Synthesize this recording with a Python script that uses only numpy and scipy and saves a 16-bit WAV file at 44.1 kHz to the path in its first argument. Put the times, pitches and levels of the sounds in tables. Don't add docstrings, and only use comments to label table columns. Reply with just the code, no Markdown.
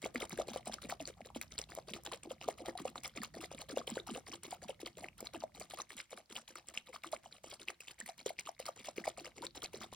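import sys
import numpy as np
from scipy import signal
from scipy.fft import rfft, irfft, next_fast_len
from scipy.io import wavfile
from scipy.ndimage import map_coordinates

SR = 44100
rng = np.random.default_rng(int(sys.argv[2]) if len(sys.argv) > 2 else 0)


def pcm_store(signal):
    levels = np.round(np.clip(np.atleast_2d(signal), -1, 1) * 32767)
    wavfile.write(sys.argv[1], SR, levels.astype(np.int16).T)


N = 438794

# (frequency [Hz], gain [dB])
ROOM_TONE_EQ = [(20, -34), (60, -41), (200, -47), (500, -14), (1500, -19), (5000, -20), (9000, -23.5),
                (16000, -29)]
# (frequency [Hz], time to fall 60 dB [s])
REVERB_TIME = [(150, 0.6), (500, 0.069), (1500, 0.17), (4000, 0.2), (12000, 0.19)]
# (frequency [Hz], gain [dB])
REVERB_EQ = [(200, -18), (600, -7), (2000, -11), (5000, -18.5), (9000, -28.5), (15000, -17.5)]
# (frequency [Hz], width [Hz], gain [dB])
ROOM_MODES = [(230.5, 12.4, -2.5), (341, 10.6, 1), (524.2, 25, -3)]
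# (frequency [Hz], width [Hz], gain [dB])
SHELL_MODES = [(1207, 88, -3.5), (2205, 300, 0.5), (3045, 480, -4.5), (3970, 180, -6)]
# (frequency [Hz], lead of left over right [rad])
STEREO_PHASE = [(0, 0), (1120, 0.3), (1810, -0.3), (3190, 1.1), (5000, 0.1), (5680, -1.9), (6290, -2.6),
                (7060, -4.3), (8440, -6.0), (9650, -6.5), (11800, -8.9), (13500, -9.8), (15200, -12.1),
                (16500, -12.6)]
# (frequency [Hz], left over right [dB])
STEREO_BALANCE = [(60, -1.5), (130, -3), (290, 0.5), (640, 1.5), (1410, 1.5), (3100, 1.5), (6820, 0.5),
                  (15000, -1)]
# (time [s], level [dB])
HAND_EFFORT = [(0.0, -64), (1.39, -65), (1.97, -66.5), (2.22, -67.5), (3.55, -65.5), (5.57, -68.5),
               (5.96, -81), (7.51, -73.5), (7.76, -80), (9.95, -66)]
# (frequency [Hz], gain [dB])
RUMBLE_EQ = [(20, -17), (35, -26), (52, 9), (75, 4.5), (120, 5), (170, 5), (300, -11), (700, -39)]
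# (frequency [Hz], gain [dB])
CHURN_EQ = [(70, -10), (140, -20), (230, -4.5), (300, -4.5), (520, -2.5), (720, 2), (950, -11),
            (1300, -9.5), (2500, -52.5)]
# (frequency [Hz], gain [dB])
SPRAY_EQ = [(500, 5), (1200, 1), (1700, 1), (2200, 1.5), (3000, 0.5), (4500, 1.5), (6300, 3.5),
            (8500, -1.5), (11000, -4), (15500, -12)]
# (frequency [Hz], gain [dB])
SLAP_EQ = [(200, -11), (600, 2.5), (1200, 0), (1700, 0.5), (2300, 0.5), (4200, 3), (8000, -14), (15500, -8)]
# (frequency [Hz], gain [dB])
TICK_EQ = [(1000, -2), (3000, -18), (6000, 5), (10000, 2.5), (13000, 6), (15500, -2.5)]
# (time [s], relative level [dB])
TICK_CUES = [(0.2945, -47), (.8964, -54), (1.414, -61), (1.7504, -45), (2.035, -56), (2.4857, -52),
             (3.0347, -47), (3.0772, -45.5), (3.2333, -43), (4.5077, -47), (5.205, -43), (5.5982, -46.5),
             (5.6989, -57), (7.8037, -56.5)]
# (time [s], return delay [s], surge length [s],
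# outward level [dB], return level [dB], gurgle level [dB])
SHAKE_CUES = [(0.017, 0.03, 0.018, -57, -52, -52), (0.14, 0.06, 0.043, -55, -49, -53),
              (0.303, 0.068, 0.048, -56.5, -52.5, -48), (0.471, 0.062, 0.046, -56, -54, -51),
              (0.654, 0.06, 0.029, -54, -52.5, -53.5), (0.817, 0.071, 0.037, -56, -53, -50),
              (0.997, 0.069, 0.028, -57, -56, -56), (1.168, 0.08, 0.024, -79, -62.5, -59.5),
              (1.348, 0.069, 0.019, -54.5, -56.5, -65.5), (1.507, 0.07, 0.05, -62.5, -59.5, -65),
              (1.688, 0.07, 0.048, -61, -67, -59.5), (1.872, 0.064, 0.038, -56, -55.5, -53),
              (2.049, 0.068, 0.028, -55, -52, -53.5), (2.23, 0.066, 0.025, -66, -56, -53.5),
              (2.407, 0.068, 0.038, -55.5, -55.5, -53.5), (2.576, 0.077, 0.045, -63, -54.5, -49.5),
              (2.773, 0.077, 0.038, -55, -56.0, -50.5), (2.954, 0.081, 0.038, -61, -50, -58.5),
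              (3.15, 0.07, 0.034, -53.5, -56.5, -54), (3.338, 0.068, 0.043, -61.5, -54.5, -53),
              (3.506, 0.07, 0.045, -59.5, -54.5, -56.5), (3.687, 0.074, 0.039, -55, -52.0, -47),
              (3.87, 0.081, 0.045, -50, -57, -55.5), (4.067, 0.068, 0.045, -54, -54, -51),
              (4.264, 0.052, 0.03, -55.5, -54.5, -55.5), (4.431, 0.072, 0.039, -55.5, -55.5, -54),
              (4.618, 0.061, 0.027, -58.5, -54.5, -55.5), (4.799, 0.059, 0.018, -57.5, -53, -57),
              (4.97, 0.052, 0.042, -59, -63, -54.5), (5.18, 0.058, 0.034, -62.5, -59.5, -58),
              (5.332, 0.068, 0.032, -57, -61.5, -53.5), (5.542, 0.059, 0.039, -63, -54.5, -61),
              (5.7, 0.072, 0.039, -55.5, -53, -59), (5.893, 0.075, 0.041, -57.5, -51, -67),
              (6.104, 0.062, 0.029, -61, -62, -60), (6.297, 0.054, 0.035, -60, -52, -56),
              (6.478, 0.076, 0.034, -60, -56.5, -64), (6.669, 0.071, 0.046, -63, -57, -64.5),
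              (6.861, 0.066, 0.037, -63, -56, -61.0), (7.034, 0.084, 0.04, -55.5, -54.5, -60),
              (7.232, 0.083, 0.052, -66, -65, -67.5), (7.436, 0.059, 0.048, -60.5, -56.5, -61),
              (7.596, 0.077, 0.03, -57.5, -53.5, -58), (7.802, 0.07, 0.05, -62.5, -58, -77),
              (7.983, 0.076, 0.045, -63, -53.0, -71), (8.177, 0.08, 0.037, -60, -50, -62),
              (8.38, 0.074, 0.035, -56, -55.5, -67), (8.591, 0.063, 0.033, -57, -51, -67),
              (8.76, 0.084, 0.051, -58, -53, -59.5), (8.96, 0.084, 0.051, -55.5, -50.5, -52.5),
              (9.173, 0.069, 0.034, -54, -54, -54), (9.358, 0.062, 0.035, -58, -54, -53),
              (9.549, 0.07, 0.033, -55, -48.5, -54.5), (9.728, 0.077, 0.045, -57, -54.5, -55),
              (9.922, 0.07, 0.037, -56, -56, -64)]
# (centre pitch [Hz], spread [octaves], level over surge [dB], life [cycles])
TRAPPED_BUBBLES = [(588, 0.348, 8.5, 1.12), (1116, 0.29, 7.5, 1.48), (2323, 0.26, 8.5, 3.3),
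                   (3805, 0.26, 13, 2.3), (7560, 0.19, 14.5, 2.1)]
# (pitch [Hz], share from the bulk [0-1])
BUBBLE_BULK_SHARE = [(500, 1), (1200, 0.2), (3000, 0.13)]
# (time [s], relative level [dB], pitch [Hz], life [cycles])
PLOP_CUES = [(.039, -33, 366, .8), (.042, -35, 2400, 2.2), (.056, -33.5, 497, 1.8), (0.147, -36, 478, 4.3),
             (0.155, -34, 260, 2.4), (.158, -26.5, 2000, .9), (.221, -35, 2360, 2.7), (.227, -31, 454, 0.7),
             (.231, -37, 1150, .9), (.325, -38, 206, 1.17), (.388, -27, 496, 1.06), (.398, -25.5, 625, 3),
             (.486, -31, 530, 0.56), (.56, -25.5, 586, 1.03), (.671, -34, 700, 1.4), (0.673, -43, 237, 2),
             (0.677, -31, 8550, 7.2), (.696, -34.5, 676, 0.9), (.74, -27, 5340, 1.2),
             (.784, -42.5, 1380, 2.6), (.846, -43, 204, 3), (.898, -32, 1820, 0.72),
             (0.921, -38, 1250, 3.5), (.924, -29, 730, 1.8), (1.002, -36, 653, 4.5), (1.008, -45, 280, 5.1),
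             (1.004, -38.5, 2800, 1.9), (1.054, -35.5, 4500, 5.3), (1.075, -29, 6900, .9),
             (1.099, -42, 487, 1.5), (1.206, -39, 660, 1.2), (1.216, -45.5, 2420, .9),
             (1.302, -42, 880, 2.2), (1.361, -35.5, 280, 1.56), (1.361, -31.5, 607, 0.63),
             (1.413, -35, 2280, 2.5), (1.414, -25.5, 11200, 1.8), (1.58, -27, 4400, 3),
             (1.588, -23, 6840, 0.95), (1.59, -34, 3060, 1.1), (1.595, -39.5, 520, 1.1),
             (1.615, -31, 5730, 6.4), (1.639, -40, 3850, 1.8), (1.72, -37.5, 1670, 0.46),
             (1.775, -34.5, 625, 1.4), (1.786, -30, 740, 0.79), (1.933, -45.5, 255, 1.9),
             (1.936, -27.5, 3300, 0.72), (2.07, -41, 865, 2), (2.116, -37.5, 1030, 2.7),
             (2.137, -40.5, 526, 2), (2.234, -35.5, 7450, 1.6), (2.271, -41.5, 346, 2.2),
             (2.309, -33.5, 548, 2.2), (2.413, -38.5, 2760, 1.3), (2.478, -33, 456, 3.2),
             (2.486, -20.5, 696, 0.99), (2.601, -49, 806, 1.2), (2.678, -43, 330, 4.8),
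             (2.684, -28.5, 740, 0.58), (2.752, -38.5, 730, 5.9), (2.8, -42, 217, 1.1),
             (2.853, -26, 635, 1.1), (2.957, -30.5, 1040, 0.78), (2.979, -36, 3780, 1.7),
             (3.045, -38, 2250, 4.2), (3.055, -40, 2100, 1.8), (3.174, -38.5, 2460, 2.2),
             (3.176, -43, 250, 1.6), (3.202, -39, 220, 2), (3.217, -40, 4600, 4), (3.218, -43, 1730, 9.4),
             (3.233, -34.5, 1210, 2), (3.345, -42.5, 660, 3.7), (3.369, -39, 470, 1),
             (3.395, -44, 320, 3.3), (3.515, -34.5, 655, 0.58), (3.735, -39.5, 282, 1.6),
             (3.772, -21.5, 600, 1.05), (3.803, -39, 640, 1.2), (3.814, -42.5, 1170, 3.3),
             (3.875, -35, 3160, 5.8), (3.876, -36, 537, 1.1), (3.901, -31.5, 7500, 4.3),
             (3.917, -36.5, 219, 2.3), (3.97, -26, 520, 0.68), (3.978, -36.5, 1550, 3.7),
             (3.999, -38, 3760, 6.8), (4.074, -38.5, 840, 1.9), (4.088, -39.5, 1250, 2.6),
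             (4.111, -37.5, 220, 2.9), (4.155, -40, 600, 1.4), (4.33, -42.5, 1100, 5.5),
             (4.434, -31.5, 8300, 0.79), (4.527, -31, 746, 2.2), (4.693, -30.5, 564, 3.2),
             (4.83, -36, 383, 1.4), (4.861, -29.5, 4470, 1), (5.043, -36, 2120, 1.7),
             (5.085, -38.5, 2500, 2.3), (5.227, -34.5, 490, 0.5), (5.27, -31, 3990, 2.4),
             (5.344, -39.5, 955, 2.2), (5.344, -42, 317, 4.2), (5.355, -38.5, 693, 3.6),
             (5.437, -27, 653, 2.1), (5.613, -38, 660, 1.6), (5.736, -35.5, 696, 1.7),
             (5.786, -41, 1174, 5), (5.8, -31.5, 1030, 0.82), (5.818, -30, 6200, 4.2),
             (5.905, -35.5, 1950, 0.33), (5.951, -54, 225, 2), (6.002, -31.5, 2140, 0.6),
             (6.128, -39.5, 492, 2.5), (6.131, -42.5, 1300, 0.56), (6.176, -42, 1390, 1),
             (6.363, -33, 3010, 3.8), (6.556, -39.5, 1290, 2.1), (6.686, -31, 7900, 1.7),
             (6.775, -24, 2820, 1.7), (6.889, -47.5, 496, 6.8), (6.96, -37, 1250, 0.99),
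             (7.037, -37.5, 2370, 0.95), (7.044, -34, 1070, 0.69), (7.062, -49.5, 326, 4.6),
             (7.131, -27, 660, 2.8), (7.136, -34.5, 1080, 1.4), (7.164, -39.5, 2520, .7),
             (7.258, -42.5, 727, 3.6), (7.325, -42, 3980, 6.5), (7.442, -40, 630, 0.78),
             (7.529, -42.5, 627, 1.6), (7.684, -26, 2660, 2.4), (7.702, -32.5, 1270, 0.31),
             (7.806, -42, 7660, 7.3), (7.805, -42.5, 2600, 6.5), (7.883, -35.5, 2960, 0.74),
             (8.002, -29.5, 7770, 3.3), (8.011, -38.5, 1820, 5.7), (8.024, -53.5, 203, 3.2),
             (8.091, -36.5, 704, 5.9), (8.261, -25.5, 492, 1.4), (8.261, -36, 6800, 2),
             (8.304, -33, 678, 2.3), (8.389, -31.5, 2400, 1.4), (8.395, -26, 7540, 0.55),
             (8.473, -37, 1165, 2.3), (8.49, -31.5, 740, 1.5), (8.599, -35, 565, 1.17),
             (8.664, -29.5, 5060, 1.3), (8.682, -36, 1226, 4.1), (8.689, -31.5, 680, 1.6),
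             (8.885, -30.5, 663, 1.8), (8.98, -34.5, 2470, 1.6), (8.981, -30, 378, 0.86),
             (9.04, -38, 1920, 3.4), (9.077, -22.5, 668, 1.46), (9.18, -38.5, 670, 2.1),
             (9.425, -38, 956, 9.7), (9.467, -29.5, 4300, 1.7), (9.62, -38.5, 3360, 5),
             (9.659, -33.5, 3980, 1.8), (9.741, -37, 440, 1.6), (9.807, -43.5, 262, 0.85),
             (9.814, -39.5, 1220, 1.3), (9.927, -36.5, 645, 0.29)]


def amp(db):
    return 10 ** (np.asarray(db) / 20)


def unit(x):
    return x / np.sqrt(np.mean(x ** 2) + 1e-20)


def along(points, hz):
    freqs, values = np.transpose(points)
    return np.interp(np.log(hz + 1), np.log(freqs + 1), values)


def filtered(x, response):
    size = next_fast_len(N + SR // 2)
    return irfft(rfft(x, size) * response(np.fft.rfftfreq(size, 1 / SR)), size)[..., :N]


def equalised(x, eq):
    size = 4096
    cepstrum = irfft(np.log(amp(along(eq, np.fft.rfftfreq(size, 1 / SR)))))
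    kernel = irfft(np.exp(rfft(np.r_[cepstrum[0], 2 * cepstrum[1:size // 2]], size)))
    return unit(signal.fftconvolve(x, kernel)[:N]) * np.std(x)


def add(track, time, sound):
    start = int(np.clip(time * SR, 0, N - 1))
    track[start:start + len(sound)] += sound[:N - start]


def wobble(rate):
    return map_coordinates(rng.standard_normal(int(N * rate / SR) + 4), [np.arange(N) * rate / SR])


def drifting(x, patterns):
    hop = N // (len(patterns) - 1) + 1
    padded = np.pad(x, (hop, 2 * hop + len(patterns)))
    pieces = np.array([padded[k * hop:(k + 2) * hop] for k in range(len(patterns))])
    pieces *= np.hanning(2 * hop)
    heard = np.zeros((2, len(padded) + patterns.shape[-1]))
    for k, piece in enumerate(signal.fftconvolve(pieces[:, None], patterns, axes=2)):
        heard[:, k * hop:k * hop + piece.shape[1]] += piece
    return heard[:, hop:hop + N]


def surges():
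    times, delay, length, out_db, back_db, _ = np.transpose(SHAKE_CUES)
    return np.r_[times, times + delay], np.r_[length, length], np.r_[out_db, back_db]


def gurgle_levels(return_boost_db=4):
    db = np.transpose(SHAKE_CUES)[-1]
    return np.r_[db, db + return_boost_db]


def flow(levels_db, rise_s, drain_s):
    envelope = np.zeros(N)
    starts, lengths, _ = surges()
    for start, length, db in zip(starts, lengths, levels_db):
        t = np.arange(int((length + .2) * SR)) / SR
        release = np.exp(-np.maximum(t - length, 0) / drain_s)
        add(envelope, start - rise_s / 2, amp(db) * np.minimum(t / rise_s, 1) * release)
    return envelope


def bubbles(times, gain, hz, life, glide, swell):
    lengths = (6 * life / hz * SR).astype(int) + 2
    firsts = np.cumsum(lengths) - lengths
    each = lambda v: np.repeat(np.broadcast_to(v, lengths.shape), lengths)
    age = np.arange(lengths.sum()) - each(firsts)
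    cycles = age * each(hz / SR)
    spent = cycles / each(life)
    envelope = (1 - np.exp(-(cycles / each(swell)) ** 2)) * np.exp(-spent)
    pitch = each(hz) * np.exp(each(glide) * np.tanh(spent / 2 - .5))
    turns = np.cumsum(pitch) / SR
    turns += each(rng.random(len(times)) - turns[firsts])
    rings = each(gain / np.maximum.reduceat(envelope, firsts)) * envelope * np.sin(2 * np.pi * turns)
    return np.bincount(each((np.abs(times) * SR).astype(int)) + age, rings, N)[:N]


def froth(count, low_hz, high_hz, life, spread_db):
    when, size, damping, loudness, slide = rng.random((count, 5)).T
    hz = low_hz * (high_hz / low_hz) ** size
    times = (np.arange(count) + 2 * when) / count * N / SR
    gain = amp(spread_db * loudness ** 2) * hz
    lives = life * 2 ** (2 * damping - 1)
    return unit(bubbles(times, gain, hz, lives, glide=(slide - .5) / 2, swell=1.0))


def room_tone():
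    return amp(-78) * np.array([equalised(rng.standard_normal(N), ROOM_TONE_EQ) for _ in range(2)])


def room_reverb(x, count=16):
    hz, t, spectra = signal.stft(rng.standard_normal((count, 2, SR // 3)), SR, nperseg=256)
    decay = amp(-60 * t / along(REVERB_TIME, hz)[:, None])
    tails = signal.istft(spectra * decay, SR, nperseg=256)[1]
    tails[..., :SR // 300] = 0
    tails /= np.linalg.norm(tails, axis=2, keepdims=True)
    return filtered(drifting(x, tails), lambda hz: amp(along(REVERB_EQ, hz)))


def early_reflections(x, count=200):
    t = np.arange(SR // 120) / SR
    shape = (count, 2, len(t))
    echoes = rng.standard_normal(shape) * (rng.random(shape) < .1) * (t > .0004)
    echoes *= np.exp(-t / 0.0016)
    echoes /= np.linalg.norm(echoes, axis=2, keepdims=True)
    return filtered(drifting(x, echoes), lambda hz: 1j * hz / (900 + 1j * hz))


def stereo_image(x):
    left = lambda hz: amp(along(STEREO_BALANCE, hz) / 2) * np.exp(.5j * along(STEREO_PHASE, hz))
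    return filtered(x, lambda hz: np.array([left(hz), 1 / left(hz)]))


def resonances(x):
    return filtered(x, lambda f: 1 + sum(amp(db) * 1j * f * width / (hz * hz - f * f + 1j * f * width)
                                         for hz, width, db in SHELL_MODES + ROOM_MODES))


def drips():
    drops = froth(count=500, low_hz=600, high_hz=5000, life=1.1, spread_db=14)
    return amp(-79) * equalised(drops, SPRAY_EQ)


def hands(trim_db=1):
    times, effort_db = np.transpose(HAND_EFFORT)
    turning = flow(np.zeros(2 * len(SHAKE_CUES)), rise_s=0.055, drain_s=0.022)
    rumble = unit(equalised(rng.standard_normal(N), RUMBLE_EQ) * (turning + 0.91))
    return amp(np.interp(np.arange(N) / SR, times, effort_db) + trim_db) * rumble


def rattle(chance=.6, lag_s=.008):
    starts, _, surge_db = surges()
    lag, force = rng.uniform(-1.2, 1, (len(starts), 2)).T
    hits = np.c_[starts + lag_s * (1 + lag), surge_db + 2 + 3 * force]
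    return hits[rng.random(len(starts)) < chance]


def ticks():
    taps = np.zeros(N)
    t = np.arange(SR // 80) / SR
    envelope = np.minimum(t / 0.00074, 1) * np.exp(-t / 0.0013)
    for time, db in np.vstack([TICK_CUES, rattle()]):
        add(taps, time, amp(db + 11) * envelope * rng.standard_normal(len(t)))
    return equalised(taps, TICK_EQ)


def churn(lag_s=0.0049):
    gurgle = froth(count=2200, low_hz=140, high_hz=2200, life=1.8, spread_db=10)
    swell = flow(gurgle_levels(), rise_s=.014, drain_s=0.02)
    late_swell = np.interp(np.arange(N) - lag_s * SR, np.arange(N), swell)
    bulk = amp(-5.5) * equalised(late_swell * gurgle, CHURN_EQ)
    runoff = froth(count=4500, low_hz=800, high_hz=4500, life=3, spread_db=10)
    draining = flow(surges()[2], rise_s=0.0051, drain_s=0.035)
    wash = amp(-17.5) * equalised(draining * runoff, SPRAY_EQ)
    return bulk + wash


def spray():
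    surge_db = surges()[2]
    crackle = froth(count=7000, low_hz=900, high_hz=13000, life=1.7, spread_db=20)
    fizz = froth(count=8000, low_hz=2650, high_hz=16200, life=2.6, spread_db=20)
    spits = unit(amp(7.5 * wobble(rate=190)))
    mist = amp(-5) * fizz + amp(-7.5) * rng.standard_normal(N)
    body = amp(-5.5) * crackle * flow(surge_db, rise_s=0.011, drain_s=0.017)
    sizzle = spits * mist * flow(surge_db, rise_s=0.0016, drain_s=0.015)
    return equalised(body + sizzle, SPRAY_EQ)


def slaps(tongues=3, over_surge_db=7, spread_db=8, attack_s=0.00078, decay_s=0.0014):
    hits = np.zeros(N)
    t = np.arange(SR // 40) / SR
    envelope = (1 - np.exp(-t / attack_s)) * np.exp(-t / decay_s)
    for start, length, db in zip(*surges()):
        for k in range(tongues):
            gain = amp(db + over_surge_db + spread_db * rng.uniform(-1, 1))
            time = start + length * (k + rng.random()) / tongues
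            add(hits, time, gain * envelope * rng.standard_normal(len(t)))
    return equalised(hits, SLAP_EQ)


def trapped_air(spread_db=1.5, life_spread=0.49):
    starts, lengths, surge_db = surges()
    cues = []
    for hz, octaves, db, life in TRAPPED_BUBBLES:
        detune, force, damping = np.clip(rng.standard_normal((len(starts), 3)), -2, 2).T
        share = np.clip(along(BUBBLE_BULK_SHARE, hz), 0, 1)
        drive_db = share * gurgle_levels() + (1 - share) * surge_db
        times = starts + lengths * rng.random(len(starts))
        levels = drive_db + db + spread_db * force
        cues.append(np.c_[times, levels, hz * 2 ** (octaves * detune), life * np.exp(life_spread * damping)])
    return np.vstack(cues)


def glugs(delay_s=.036, centre_hz=267.7, over_gurgle_db=7.7, life=1.88):
    starts, *_, gurgle_db = np.transpose(SHAKE_CUES)
    effort_times, effort_db = np.transpose(HAND_EFFORT)
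    swing_db = np.interp(starts, effort_times, effort_db - effort_db.max())
    lag, detune, force, damping = rng.uniform(-0.994, 1, (len(starts), 4)).T
    times = starts + delay_s * (1 + 0.405 * lag)
    levels = over_gurgle_db + gurgle_db + 0.38 * swing_db + 1.5 * force
    return np.c_[times, levels, centre_hz * np.exp(0.28 * detune), life * np.exp(0.49 * damping)]


def plops():
    times, db, hz, life = np.vstack([PLOP_CUES, trapped_air(), glugs()]).T
    glide = along([(250, -0.38), (700, -0.12), (1500, -0.034), (5000, 0.021)], hz)
    glide += 0.16 * rng.standard_normal(len(times))
    swell = along([(600, .9), (2500, 1.6), (8000, 3.2)], hz)
    rings = bubbles(times, amp(db - 1.5), hz, life, glide, swell)
    spatter = np.zeros(N)
    t = np.arange(SR // 50) / SR
    burst = (1 - np.exp(-t / .0014)) * np.exp(-t / .002)
    spatter_db = db + along([(300, -17), (1000, -13.5), (3000, -11.0), (8000, -7.5)], hz)
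    for time, gain in zip(times, amp(spatter_db)):
        add(spatter, time - .0005, gain * burst * rng.standard_normal(len(t)))
    return rings + equalised(spatter, SPRAY_EQ)


def scene():
    toy = plops() + slaps() + ticks() + spray() + churn() + drips() + hands()
    air = room_tone()
    close = stereo_image(resonances(toy)) + amp(-5.5) * early_reflections(toy)
    return close + room_reverb(toy) + air


def record(dry):
    return filtered(dry, lambda hz: hz < 16300)


dry = scene()
out = record(dry)
pcm_store(out)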